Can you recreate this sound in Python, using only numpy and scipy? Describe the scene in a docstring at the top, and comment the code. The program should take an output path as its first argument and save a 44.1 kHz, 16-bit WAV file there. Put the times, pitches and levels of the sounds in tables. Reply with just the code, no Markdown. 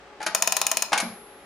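"""A small room, a stereo microphone close to a clockwork movement in a metal case, wound by hand.
The key takes up its slack, the pawl snaps over ten ratchet teeth, then the spring falls back on it.
The key rattles as the hand lets go, a small steel part rings on and the box settles with dull bumps.
Each blow is a burst of noise plus the dying modes of the parts it strikes.
Behind it are the room's short reverberation, soft air and a faint hum."""
import sys
import numpy as np
from scipy import signal
from scipy.fft import rfft, irfft
from scipy.io import wavfile
from scipy.ndimage import uniform_filter1d

SR = 44100
rng = np.random.default_rng(int(sys.argv[2]) if len(sys.argv) > 2 else 0)


def file_out(sig):
    """Save sig as 16-bit WAV at sys.argv[1]."""
    # one column per channel
    cols = np.atleast_2d(sig).T
    # limit, then scale
    lim = np.clip(cols, -1, 1)
    pcm = np.round(lim * 32767).astype(np.int16)
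    wavfile.write(sys.argv[1], SR, pcm)


N = 63945
T = np.arange(N) / SR
HZ = np.fft.rfftfreq(N, 1 / SR)
# At the microphone: left-right likeness of close noise, lag of the right side, lean to the left
NEAR_ALIKE, RIGHT_LAG_S, BODY_PAN_DB = 0.81, 0.000016, 1
STEEL_RISE_S = 0.00023


def amp(db):
    """Decibels to gain."""
    return 10 ** (np.asarray(db) / 20)


def unit(x):
    """Scales to rms 1."""
    return x / np.sqrt(np.mean(x ** 2) + 1e-20)


def read(points, hz):
    """Reads a table on a log-frequency axis."""
    f, value = np.transpose(points)
    return np.interp(np.log(hz + 1), np.log(f), value)


def pan(db):
    """Left and right gains, the left louder by db."""
    return amp([[db / 2], [-db / 2]])


def add(mix, s, sound):
    """Mixes a sound in at s seconds."""
    part = mix[:, round(s * SR):]
    part += sound[..., :part.shape[1]]


def strike(rise_s, t60_s):
    """Envelope of a blow: quick rise, exponential decay."""
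    return (1 - np.exp(-T / rise_s)) * np.exp(-np.minimum(np.log(1000) * T / t60_s, 100))


def blend(a, b, alike):
    """Mixes two noises so that the result has a given likeness (0-1) to a."""
    alike = np.clip(alike, 0, 1)
    return alike * a + np.sqrt(1 - alike ** 2) * b


def noise(colour, alike, tilt_db=0, draws=2):
    """Stereo noise at rms 1 from the first two draws, with a colour, likeness and tilt per octave."""
    a, b = rfft(rng.standard_normal((draws, N))[:2])
    gain = amp(read(colour, HZ) + tilt_db * np.log2(np.maximum(HZ, 200)))
    return unit(irfft(np.array([a, blend(a, b, alike)]) * gain, N))


def mode(hz, db, t60_s, rise_s, detune=0):
    """One dying mode; the contact point shifts its pitch a little."""
    hz = hz * (1 + detune * rng.standard_normal())
    arrival = T - RIGHT_LAG_S * np.arange(2)[:, None]
    return amp(db) * strike(rise_s, t60_s) * np.sin(2 * np.pi * (hz * arrival + rng.random()))


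def ring(modes, rise_s, detune=0.004):
    """All modes of one struck part."""
    return sum(mode(hz, db, t60, rise_s, detune) for hz, db, t60 in modes)


# Colour of the air in the room: f/Hz, relative level/dB
AIR_COLOUR = [(15, -62), (25, -39), (44, -11), (82, -19), (301, -9), (416, -5.5), (607, -10.5), (840, -5.5),
              (936, -12), (1230, -8.5), (1400, -11.5), (2840, -17.5), (8140, -33), (11300, -44.5),
              (16000, -61)]
# The air across the microphone: f/Hz, left-right likeness/0-1
AIR_ALIKE = [(40, 0.48), (200, 0.91), (800, 0.91), (2500, 0.17), (8000, 0.1)]
# Tones of the background hum: f/Hz, relative level/dB
HUM_TONES = [(59.2, -71), (376.8, -62.5), (414.5, -59.5), (559.9, -61), (845.2, -63.5)]
def room_tone(air_db=-49, hum_db=-1, waver_rad=0.26):
    """All around the microphone: soft steady air with a faint wavering hum."""
    hum = 0
    for hz, db in HUM_TONES:
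        drift = unit(irfft(rfft(rng.standard_normal(N)) * np.exp(-HZ / 6), N))
        hum += amp(db + hum_db) * np.sqrt(2) * np.sin(2 * np.pi * hz * T + waver_rad * drift)
    air = amp(air_db) * noise(AIR_COLOUR, read(AIR_ALIKE, HZ))
    return pan(db=1.4) * (air + hum)


# Colour of the loose parts' clatter: f/Hz, relative level/dB
CLATTER_COLOUR = [(130, -55), (300, 0.5), (700, 13.5), (1200, 7), (2300, 6), (3300, -3.5), (5000, -7),
                  (6900, -9.5), (7800, -21), (9400, -16.5), (12000, -32), (15000, -55)]
# Modes of the case, the key on its arbor and the gear train: f/Hz, relative level/dB, t60/s
CASE_MODES = [(205, -38, .1), (325, -31, .1), (490, -31, .07), (646, -21, .07), (861, -18, .065),
              (1255, -24, .06), (1715, -22, .06)]
KEY_MODES = [(1428, -24, .085), (1562, -23, .09), (1700, -36, .05), (1890, -34, .14), (4480, -31, .06)]
GEAR_MODES = [(2190, -29, .1), (2345, -28, .07), (4120, -36, .08), (4790, -40, .08), (6810, -38, .07),
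              (9350, -36, .06)]
# Knocks of key and spring: t/s, clatter level/dB, tilt/dB per octave, case, key and gear gains/dB
KNOCK_HITS = [(.2032, -30.5, -0.5, -14.5, -34, -18), (.2145, -31.5, 1.5, -43, -15.5, -14),
              (0.2272, -26.5, 5, -21.5, -18, -23), (.2640, -17.5, 6, -4.5, -0.5, -26),
              (.9195, -25, 3, -2, -34, -3), (0.9293, -12, 4.5, 1.5, 0, -16),
              (.9520, -29, 6.5, -80, -8, -16), (0.964, -27, -2, -10.5, -9, -12),
              (0.9765, -16, 8.7, -50, -11, 4.5), (1.0000, -18.5, 7.5, -27, -48, -8)]
def knocks(rise_s=0.0012):
    """Close up, before and after the winding: loose parts clatter and ring case, key and gears."""
    out = np.zeros((2, N))
    for s, db, tilt_db, case_db, key_db, gears_db in KNOCK_HITS:
        contact = noise(CLATTER_COLOUR, NEAR_ALIKE, tilt_db, draws=3)
        clatter = amp(db) * contact * strike(rise_s, t60_s=0.061)
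        case = amp(case_db) * ring(CASE_MODES, rise_s=0.0023)
        key = amp(key_db) * ring(KEY_MODES, rise_s)
        gears = amp(gears_db) * ring(GEAR_MODES, rise_s)
        add(out, s, pan(db=2.5) * clatter + pan(BODY_PAN_DB) * (case + key + gears))
    return out


# Decay of the small room: f/Hz, t60/s
ROOM_DECAY = [(200, 0.34), (800, 0.48), (2500, 0.4), (6500, 0.4), (14000, 0.23)]
# Reflections across the microphone: f/Hz, left-right likeness/0-1
ECHO_ALIKE = [(250, 0.97), (700, 0.99), (1500, 0.88), (4000, 0)]
# Colour of the reflections: f/Hz, gain/dB
ECHO_COLOUR = [(100, -17), (190, 15), (300, 1.5), (700, 4), (1500, 3.5), (2500, 0), (5000, 2), (6700, -5.5),
               (9000, -3.5), (13000, -2.5)]
def reflections(direct, early_db=-15.5, tail_db=-8.5, tail_rise_s=0.0069):
    """Behind the direct sound: quick reflections from the case and the longer tail of the room."""
    a, b, c, d = rfft(rng.standard_normal((4, N)))
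    alike = read(ECHO_ALIKE, HZ)
    early = irfft([a, blend(a, b, alike)], N) * strike(rise_s=0.021, t60_s=0.12)
    hz, t, bands = signal.stft(irfft([c, blend(c, d, alike)], N), SR, nperseg=256)
    bands *= np.exp(-np.log(1000) * t / read(ROOM_DECAY, hz)[:, None])
    tail = signal.istft(bands, SR)[1][:, :N] * np.minimum(T / tail_rise_s, 1) ** 2
    early *= amp(early_db) / np.linalg.norm(early[0])
    tail *= amp(tail_db) / np.linalg.norm(tail[0])
    coloured = irfft(rfft(direct) * amp(read(ECHO_COLOUR, HZ)), N)
    return signal.fftconvolve(coloured, early + tail, axes=1)[:, :N]


# Thin modes of a small steel part: f/Hz, relative level/dB, t60 when free/s
STEEL_MODES = [(11047, 0, 1.6), (11902, -19, 1.6)]
# Pings of that part: t/s, relative level/dB
PING_HITS = [(0.23, -56), (0.262, -41), (1.002, -42)]
def steel_pings(let_go_s=0.78, held_t60_ratio=0.12):
    """A little left: a steel part rings, briefly while the hand holds the key, freely once it lets go."""
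    out = np.zeros((2, N))
    attack_boost = 1 + 1.44 * np.exp(-T / 0.037)
    for s, db in PING_HITS:
        t60_ratio = held_t60_ratio if s < let_go_s else 1
        tone = sum(mode(hz, db + mode_db, t60 * t60_ratio, STEEL_RISE_S)
                   for hz, mode_db, t60 in STEEL_MODES)
        add(out, s, tone * attack_boost)
    return pan(db=3) * out


# Colour of the pawl's snap: f/Hz, relative level/dB
SNAP_COLOUR = [(200, -66), (700, 6.5), (1800, -3), (2600, -2), (4500, 2.5), (7100, 1), (7800, -3),
               (8400, 2.5), (11500, -1.5), (13200, -16), (15500, -9)]
# Modes of the pawl: f/Hz, relative level/dB, t60/s, left over right/dB
PAWL_MODES = [(3270, -73, 0.033, 2), (3630, -41, 0.051, 20), (4420, -24.5, 0.011, 9),
              (5177, -19, 0.026, 3.5), (5500, -59, .025, -2), (6637, -12.5, 0.017, 13),
              (6890, -14, 0.018, -3.5), (9120, -20.5, 0.0089, 15), (10080, -10, 0.006, 1.5),
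              (11960, -14, 0.0081, 2), (14850, -26.5, 0.033, -10.5)]
# Modes of the ratchet wheel and of the plate carrying the pawl: f/Hz, relative level/dB, t60/s
WHEEL_MODES = [(2328, -19, 0.015), (2516, -17.5, 0.024), (2910, -35.5, 0.16)]
PLATE_MODES = [(205, -52, .1), (330, -50, .06), (590, -39, .035), (672, -26, .05), (890, -35, .045),
               (1061, -38, .035), (1258, -39, .035)]
# One click a tooth: t/s, relative level/dB, tilt/dB per octave, plate gain/dB, wheel gain/dB
TOOTH_CLICKS = [(.3484, 0.5, -1, 4.5, -4), (.4229, -0.5, -1, 0.5, -1.5), (0.4743, -1, -1, 4.5, 1),
                (0.5222, -2.5, -0.5, 0.5, 0.5), (.5670, -2, 0, 0.5, -5), (0.615, -2.5, -1, 1.5, -2),
                (0.6666, -2.5, 0.5, -1, 0), (.7150, -2.5, -0.5, 6.5, -4.5), (0.7703, -2.5, 0, 3, 1.5),
                (0.8224, -3, -0.5, 4, -1.5)]
def ratchet(snap_db=-11.5, detune=0.0052):
    """Close up: each tooth drops the same pawl with a bright snap that rings pawl, wheel and plate."""
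    out = np.zeros((2, N))
    shared_noise = noise(SNAP_COLOUR, NEAR_ALIKE)
    octaves = np.log2(np.maximum(HZ, 500) / 5000)  # the tilt pivots at 5 kHz
    wheel = pan(db=-4) * ring(WHEEL_MODES, STEEL_RISE_S, detune)
    for s, db, tilt_db, plate_db, wheel_db in TOOTH_CLICKS:
        contact = blend(shared_noise, noise(SNAP_COLOUR, NEAR_ALIKE, draws=3), alike=0.88)
        snap = amp(snap_db) * pan(db=2.5) * contact * strike(rise_s=0.00075, t60_s=0.027)
        pawl = sum(pan(pan_db) * mode(hz, mode_db, t60, STEEL_RISE_S, detune)
                   for hz, mode_db, t60, pan_db in PAWL_MODES)
        click = irfft(rfft(snap + pawl) * amp(tilt_db * octaves), N)
        plate = amp(plate_db) * pan(BODY_PAN_DB) * ring(PLATE_MODES, rise_s=0.0014, detune=0.012)
        add(out, s, amp(db) * (click + plate + amp(wheel_db) * wheel))
    return out


# Colour of the soft thud under each bump: f/Hz, relative level/dB
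THUD_COLOUR = [(40, -16), (120, -17), (230, -3), (330, -1), (700, 0), (1500, -26), (5000, -72)]
# Modes of the box: f/Hz, relative level/dB, t60/s
BOX_MODES = [(190, -41, .07), (236, -27, .085), (440, -40, .05), (560, -42, .06), (700, -35, .07)]
# Bumps after the hand lets go: t/s, relative level/dB, pitch/ratio
BUMP_HITS = [(1.026, 1.5, 1), (1.065, -11, 0.99), (1.098, -15.5, 0.56), (1.137, -16.5, 1)]
def box_bumps(thud_db=-32, rise_s=0.005):
    """Near the centre: the box settles with a few soft, low thuds."""
    out = np.zeros((2, N))
    for s, db, pitch in BUMP_HITS:
        thud = amp(thud_db) * noise(THUD_COLOUR, alike=1) * strike(rise_s, t60_s=0.079)
        box = sum(mode(hz * pitch, mode_db, t60, rise_s) for hz, mode_db, t60 in BOX_MODES)
        add(out, s, amp(db) * pan(BODY_PAN_DB) * (box + thud))
    return out


def scene():
    """The clockwork from close by; its room echo varies slightly from click to click."""
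    clockwork = ratchet() + knocks() + box_bumps()
    fade_phase = 2 * np.pi * 3.294 * T
    # three sets of reflections crossfade at constant total power
    fades = [np.sqrt(2 / 3) * np.cos(fade_phase + k * np.pi / 3) for k in range(3)]
    echoes = sum(reflections(clockwork * fade) for fade in fades)
    return clockwork + echoes + steel_pings() + room_tone()


def record(dry):
    """The microphone feeds a recorder whose band ends at 15.9 kHz."""
    lowpass = signal.firwin(255, 15900, window=("kaiser", 8), fs=SR)
    return signal.oaconvolve(dry, lowpass[None], "same")


dry = scene()
out = record(dry)
file_out(out)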